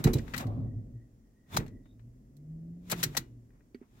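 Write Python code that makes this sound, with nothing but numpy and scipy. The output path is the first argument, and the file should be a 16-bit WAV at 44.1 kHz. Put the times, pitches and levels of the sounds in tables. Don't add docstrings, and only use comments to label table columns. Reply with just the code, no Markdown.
import sys
import numpy as np
from scipy import signal
from scipy.fft import rfft, irfft
from scipy.io import wavfile
from scipy.ndimage import uniform_filter1d

SR = 44100
rng = np.random.default_rng(int(sys.argv[2]) if len(sys.argv) > 2 else 0)


def int16_out(signal):
    q = np.round(np.clip(np.atleast_2d(signal).T, -1, 1) * 32767)
    wavfile.write(sys.argv[1], SR, q.astype(np.int16))


N = 176400
T = np.arange(N) / SR
RIGHT_LAG_S, FLOOR_PAN_DB = 0.0004, -2


def from_db(db):
    return 10 ** (np.asarray(db) / 20)


def pan(db):
    gains = from_db(np.array([[db], [-db]]) / 2)
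    return gains / np.sqrt(np.mean(gains ** 2))


def in_time(rows):
    times, *columns = np.transpose(rows)
    return [np.interp(T, times, column) for column in columns]


def at_hz(points, hz):
    freqs, values = np.transpose(points)
    return np.interp(np.log(hz), np.log(freqs), values)


def noise(spectrum, band=None, rings=(), gritty=False):
    # frequency in Hz, likeness of the microphone's two sides from 0 to 1.
    likeness = [(40, 0.92), (150, 0.98), (300, .85), (600, 0.6), (2500, 0.22)]
    slips_per_s, slip_spread_db, grit_share = 3700, 3, 0.97
    low_cut_hz, lag_above_hz = 33, 480
    white = rng.standard_normal((3, N))
    if gritty:
        slips = (rng.random(N) < slips_per_s / SR) * rng.choice([-1, 1], N)
        slips = slips * from_db(slip_spread_db * np.minimum(rng.exponential(1, N), 4))
        white[0] = np.sqrt(1 - grit_share) * white[0] + np.sqrt(grit_share) * slips / slips.std()
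    hz = np.maximum(np.arange(N // 2 + 1) * SR / N, 1)
    boost_db = sum(db / (1 + (2 * (hz - centre) / width) ** 2) for centre, width, db in rings)
    gain = from_db(at_hz(spectrum, hz) + boost_db) / np.sqrt(1 + (low_cut_hz / hz) ** 8)
    if band:
        gain /= np.sqrt((1 + (band[0] / hz) ** 10) * (1 + (hz / band[1]) ** 10))
    bins, alike = rfft(white), at_hz(likeness, hz)
    sides = np.sqrt(alike) * bins[0] + np.sqrt(1 - alike) * bins[1:]
    sides[1] *= np.exp(-2j * np.pi * hz * RIGHT_LAG_S / (1 + (lag_above_hz / hz) ** 2))
    out = irfft(sides * gain, N)
    return out / out.std()


def burst(start, attack, hold, t60):
    decay = np.log(1000) * np.maximum(T - start - hold, 0) / t60
    return np.clip((T - start) / attack, 0, 1) * np.exp(-np.minimum(decay, 20))


def taps(rows):
    force = np.zeros(N)
    for start, db in rows:
        force[int(start * SR)] += from_db(db)
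    return force


def push(start, db, contact):
    shape = np.sin(np.pi * np.clip((T - start) / contact, 0, 1))
    return from_db(db) * shape / shape.sum()


def struck(force, modes):
    out = 0
    for k, (hz, db, t60) in enumerate(modes):
        radius, angle = np.exp(-np.log(1000) / (t60 * SR)), 2 * np.pi * hz / SR
        ring = signal.lfilter([.5, 0, -.5], [1, -2 * radius * np.cos(angle), radius ** 2], force + 1e-18)
        out += (-1) ** k * from_db(db) * ring
    return out


def resonate(x, rings):
    return x + sum((from_db(db) - 1) * signal.lfilter(*signal.iirpeak(hz, hz / width, fs=SR), x + 1e-18)
                   for hz, width, db in rings)


def background():
    # time in seconds, level in dB.
    rumble_level = [(0, -52.5), (.43, -42.5), (.47, -44.5), (.66, -40), (.82, -50.5), (.9, -49.5),
                    (1.05, -58), (1.42, -63), (1.55, -58.5), (1.72, -47), (1.87, -57), (2.3, -58),
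                    (2.62, -52.5), (2.85, -54), (3.25, -53.5), (3.6, -61.5), (4, -64)]
    rush_level = [(.34, -96), (.41, -52), (.5, -49), (.675, -59.5), (.70, -69.5), (1.2, -100)]
    # frequency in Hz, spectrum level in dB.
    rumble_colour = [(41, 1.5), (62, -1.5), (90, -9), (120, -4), (175, -11), (245, -4), (330, -13.5),
                     (480, -22), (650, -26), (1000, -53.5), (2000, -78)]
    rush_colour = [(300, -5), (500, -2.5), (590, 7), (660, -0.5), (730, 5), (850, -7.5), (1150, -5.5),
                   (1500, -20.5), (2600, -31.5), (3900, -31), (7000, -50.5)]
    hiss_colour = [(500, 11), (1000, 8.5), (1600, 5), (1950, 7.5), (2300, 0), (4000, -2.5), (6300, 3),
                   (9000, -2.5)]
    rumble = from_db(in_time(rumble_level)[0]) * noise(rumble_colour)
    rush = from_db(in_time(rush_level)[0]) * noise(rush_colour, gritty=True)
    return rumble + rush + from_db(-78) * noise(hiss_colour)


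def distant_engine():
    # time in seconds, firing rate in Hz, level in dB.
    revs = [(.6, 165, -50), (.89, 122.3, -62.5), (.96, 116.1, -38.5), (1.1, 116.2, -70),
            (1.8, 101.2, -77.5), (2.05, 116.3, -43), (2.25, 130.8, -64), (2.5, 157.1, -40.5),
            (2.7, 168, -41), (2.87, 179.8, -48.5), (2.99, 170.1, -40), (3.12, 147.6, -46.5),
            (3.26, 119.3, -56), (3.39, 116.1, -45), (3.6, 117, -79.5)]
    overtone_db, flutter_db = -22.5, -1.4
    hz, db = in_time(revs)
    phase = 2 * np.pi * np.cumsum(hz) / SR
    flutter = np.interp(T, np.linspace(0, T[-1], 100), rng.standard_normal(100))
    return from_db(db + flutter_db * flutter) * (np.sin(phase) + from_db(overtone_db) * np.sin(2 * phase))


def whistles():
    # midpoint in seconds, length in seconds, pitch in Hz, level in dB.
    tones = [(0.718, .15, 1913, -80), (1.005, 0.11, 1900, -79.5), (1.426, 0.31, 1900, -81.5),
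             (1.54, 0.03, 3520, -51), (1.734, 0.16, 1950, -75.5), (1.902, 0.088, 3700, -79.5)]
    out = 0
    for middle, length, hz, db in tones:
        slow = signal.butter(2, 0.026 * hz, fs=SR, output="sos")
        waver = signal.sosfilt(slow, rng.standard_normal((2, N)))
        swell = np.exp(-np.minimum((2 * (T - middle) / length) ** 2, 20))
        phase = 2 * np.pi * hz * T
        out += from_db(db) * swell * (waver[0] * np.sin(phase) + waver[1] * np.cos(phase)) / waver.std()
    return out


def cab_drone():
    # time in seconds, level in dB.
    level = [(0, -59.5), (.44, -56.5), (.455, -29), (.52, -37), (.6, -33), (.68, -36), (.72, -41.5),
             (.78, -34.5), (.85, -47.5), (.9, -55), (1.2, -70), (1.55, -82), (1.62, -45), (1.85, -61),
             (2.3, -76), (4, -85.5)]
    # frequency in Hz, spectrum level in dB.
    colour = [(50, -21), (100, 2), (260, -7.5), (450, -32.5), (2000, -77)]
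    # resonance in Hz, width in Hz, boost in dB.
    cab_rings = [(114.6, 66, 31), (250.2, 64, 20)]
    air = noise(colour, rings=cab_rings)
    power = uniform_filter1d(np.mean(air ** 2, axis=0), int(0.03 * SR))
    even_air = air / np.sqrt(power + 1e-9)
    return from_db(in_time(level)[0]) * even_air


def small_contacts():
    # start in seconds, level in dB.
    ticks = [(.050, -35), (.194, -42.5), (1.602, -40.5), (3.149, -39), (3.505, -65.5), (3.607, -63)]
    # start in seconds, level in dB, contact time in seconds.
    knocks = [(3.7462, -39.5, 0.000087), (3.8138, -44.5, .0005)]
    # frequency in Hz, level in dB, seconds to fall 60 dB.
    tick_modes = [(1560, -1.5, .014), (1900, -3.5, .035), (2420, -8, .02)]
    knock_modes = [(241, 2.5, 0.075), (398, 2, 0.049), (2225, -13.5, 0.031), (4580, -16, 0.031)]
    knock_force = sum(push(*row) for row in knocks)
    return pan(-4.5) * struck(knock_force, knock_modes) + pan(7) * struck(taps(ticks), tick_modes)


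def sole_scrapes():
    # peak time, time to rise 20 dB and to fall 20 dB in seconds, then rub, grit and hiss in dB.
    strokes = [(.004, 0.011, 0.042, -31.5, -49.5, -56.5), (0.076, 0.045, 0.053, -36, -38, -48.5),
               (0.158, 0.028, 0.09, -26.5, -51, -52), (.30, 0.18, 0.25, -56.5, -58, -63),
               (0.409, 0.074, 0.035, -40.5, -40.5, -45), (1.547, 0.041, 0.073, -36.5, -43.5, -46),
               (1.598, 0.036, 0.082, -33, -49.5, -66), (2.911, 0.054, .04, -47, -56, -54),
               (3.003, 0.099, 0.11, -44, -49.5, -47.5), (3.161, 0.12, 0.11, -53.5, -56.5, -58),
               (3.55, 0.12, 0.22, -66, -77, -95), (3.83, 0.038, 0.04, -71, -66.5, -98),
               (3.99, 0.13, 0.081, -59, -69.5, -70.5)]
    # frequency in Hz, spectrum level in dB.
    colour = [(100, 16.5), (280, 5.5), (500, -2.5), (900, 5.5), (1500, 0), (2400, -2), (3000, -7),
              (3650, -2), (4500, -10), (7000, -9), (9200, -16.5), (12000, -12), (16000, -13)]
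    edges_hz = [90, 500, 2500, 17000]
    out = 0
    for k, pan_db in enumerate([FLOOR_PAN_DB, 3, 3]):
        power = 0
        for peak, rise, fall, *levels_db in strokes:
            drop_db = 20 * np.maximum((peak - T) / rise, (T - peak) / fall)
            power += from_db(levels_db[k] - np.minimum(drop_db, 200)) ** 2
        out += pan(pan_db) * np.sqrt(power) * noise(colour, edges_hz[k:k + 2], gritty=True)
    return out


def floor_clunks():
    # start in seconds, level in dB, contact time in seconds.
    clunks = [(.043, -23, 0.0011), (0.049, -10.5, 0.0029), (.070, -21, 0.00034), (0.144, -23, 0.0035),
              (0.158, -45, 0.0013), (0.445, -25.5, 0.0081), (1.553, -34.5, 0.0015), (1.577, -26.5, 0.0033),
              (1.592, -30, 0.0034), (2.921, -32.5, 0.0019), (3.027, -38, 0.002), (3.051, -28, 0.0053),
              (3.170, -39.5, 0.0022), (3.182, -37.5, 0.0039)]
    # frequency in Hz, level in dB, seconds to fall 60 dB.
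    panel_modes = [(41, -22.5, 0.26), (88, -15, 0.21), (123.8, -2.5, 0.16), (164, -0.5, 0.08),
                   (219.2, -2, 0.15), (266, -9, 0.15), (326, -8, 0.18), (365, -5, 0.24), (446.7, -14, 0.34),
                   (728, -13.5, .11), (770, -14.5, .07)]
    # frequency in Hz, spectrum level in dB.
    boom_colour = [(42, 7.5), (70, -2), (120, -1.5), (250, 2.5), (370, -1), (500, -11.5), (800, -33),
                   (1500, -47)]
    panel = struck(sum(push(*row) for row in clunks), panel_modes)
    boom_power = sum((from_db(db) * burst(start, attack=0.0087, hold=0, t60=0.36)) ** 2
                     for start, db, _ in clunks)
    boom = from_db(-12.5) * np.sqrt(boom_power) * noise(boom_colour)
    return pan(FLOOR_PAN_DB) * (panel + boom)


def pedal_stop():
    # start in seconds, level in dB.
    cracks = [(1.571, -17.5)]
    jolts = [(.041, -34.5), (.134, -38), (3.171, -42.5)]
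    # frequency in Hz, level in dB, seconds to fall 60 dB.
    crack_modes = [(700, -3, 0.017), (920, 2, 0.013), (1320, 1.5, 0.013), (2560, -10, 0.0063),
                   (4730, -10, 0.0077)]
    arm_modes = [(2417, -14, 0.17), (2900, -19, 0.27), (3930, -2.5, 0.097), (4020, -3, 0.07),
                 (5450, -13.5, 0.04), (7540, -6.5, 0.07), (11900, -2.5, .045)]
    left = struck(taps(cracks), crack_modes)
    right = np.interp(T - RIGHT_LAG_S, T, left)
    return pan(10) * np.array([left, right]) + struck(taps(jolts), arm_modes)


def linkage_clicks():
    # start and length in seconds, four band levels in dB from low to high, left over right in dB.
    clicks = [(0.039, 0.004, -43, -40.5, -32, -31, 4), (0.066, 0.01, -38, -46, -46.5, -64.5, 0),
              (0.132, 0.0077, -46.5, -52, -38, -37.5, 3), (0.182, 0.0061, -59, -50, -48, -68, 2),
              (0.278, 0.0028, -56, -50, -59, -68, 16.5), (0.336, 0.011, -49, -34, -45.5, -50.5, 9.5),
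              (0.361, 0.0077, -51.5, -45, -47.5, -44.5, 10), (0.377, 0.0028, -65, -40.5, -34, -34.5, 2.5),
              (0.418, 0.026, -45, -56.5, -75, -74, 6), (0.467, 0.001, -54, -55.5, -55.5, -60, 5.5),
              (1.565, 0.0078, -36.5, -33, -28.5, -32.5, 3), (1.662, 0.0012, -54.5, -54.5, -62, -63, 3.5),
              (1.678, 0.00085, -69, -59, -59, -66, 9), (1.855, 0.0053, -66.5, -67.5, -86, -87, 11),
              (1.993, 0.0012, -66, -67, -77.5, -87, 9), (2.365, 0.0046, -96, -91, -69.5, -66.5, -4),
              (2.897, 0.016, -53, -43, -43.5, -40.5, 8), (2.913, 0.0077, -44, -39.5, -31.5, -30.5, 0.5),
              (2.921, 0.0096, -32.5, -33.5, -43, -47, 8), (3.028, 0.0069, -52, -31.5, -29, -30, 4.5),
              (3.034, 0.0047, -39, -31.5, -24.5, -25.5, 2.5), (3.148, 0.0008, -39, -42, -45.5, -50, 15.5),
              (3.167, 0.0088, -36, -33, -26.5, -29, 4), (3.746, .002, -77, -58, -71, -71, -1)]
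    # frequency in Hz, spectrum level in dB.
    colour = [(450, 6.5), (650, 4.5), (1100, 1), (1500, 4.5), (2400, 0.5), (3200, -0.5), (4500, -0.5),
              (8000, -4.5), (9200, -9.5), (11000, -4), (15500, -3)]
    # resonance in Hz, width in Hz, boost in dB.
    metal_rings = [(1956, 57, 7.7), (3940, 87, 8), (4270, 170, 9.5), (4900, 120, 7), (5680, 60, 8.5),
                   (6220, 170, 10.5), (7630, 330, 6.5), (11150, 200, 6)]
    edges_hz, attack_s = [450, 1100, 3000, 8000, 17000], 0.0027
    tail_db, tail_t60_s = [-10, -10, -17.5, -13], [0.078, 0.14, 0.12, 0.092]
    out = 0
    for k in range(4):
        direct_power = tail_power = 0
        for start, length, *levels_db, pan_db in clicks:
            gain = from_db(levels_db[k]) * pan(pan_db)
            direct_power += (gain * burst(start, attack_s, length, t60=0.04)) ** 2
            tail_power += (gain * burst(start, length + attack_s, length, tail_t60_s[k])) ** 2
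        band = edges_hz[k:k + 2]
        slips, air = noise(colour, band, gritty=True), noise(colour, band)
        drive = np.sqrt(direct_power) * slips + from_db(tail_db[k]) * np.sqrt(tail_power) * air
        out += resonate(drive, metal_rings) / resonate(air, metal_rings).std()
    return out


def scene():
    near = linkage_clicks() + pedal_stop() + floor_clunks() + sole_scrapes() + small_contacts()
    return near + cab_drone() + whistles() + distant_engine() + background()


def record(dry):
    low_cut_hz, top_hz = 27, 15900
    thinned = signal.sosfilt(signal.butter(4, low_cut_hz, "high", fs=SR, output="sos"), dry)
    return signal.sosfilt(signal.ellip(10, .2, 70, top_hz, fs=SR, output="sos"), thinned)


dry = scene()
out = record(dry)
int16_out(out)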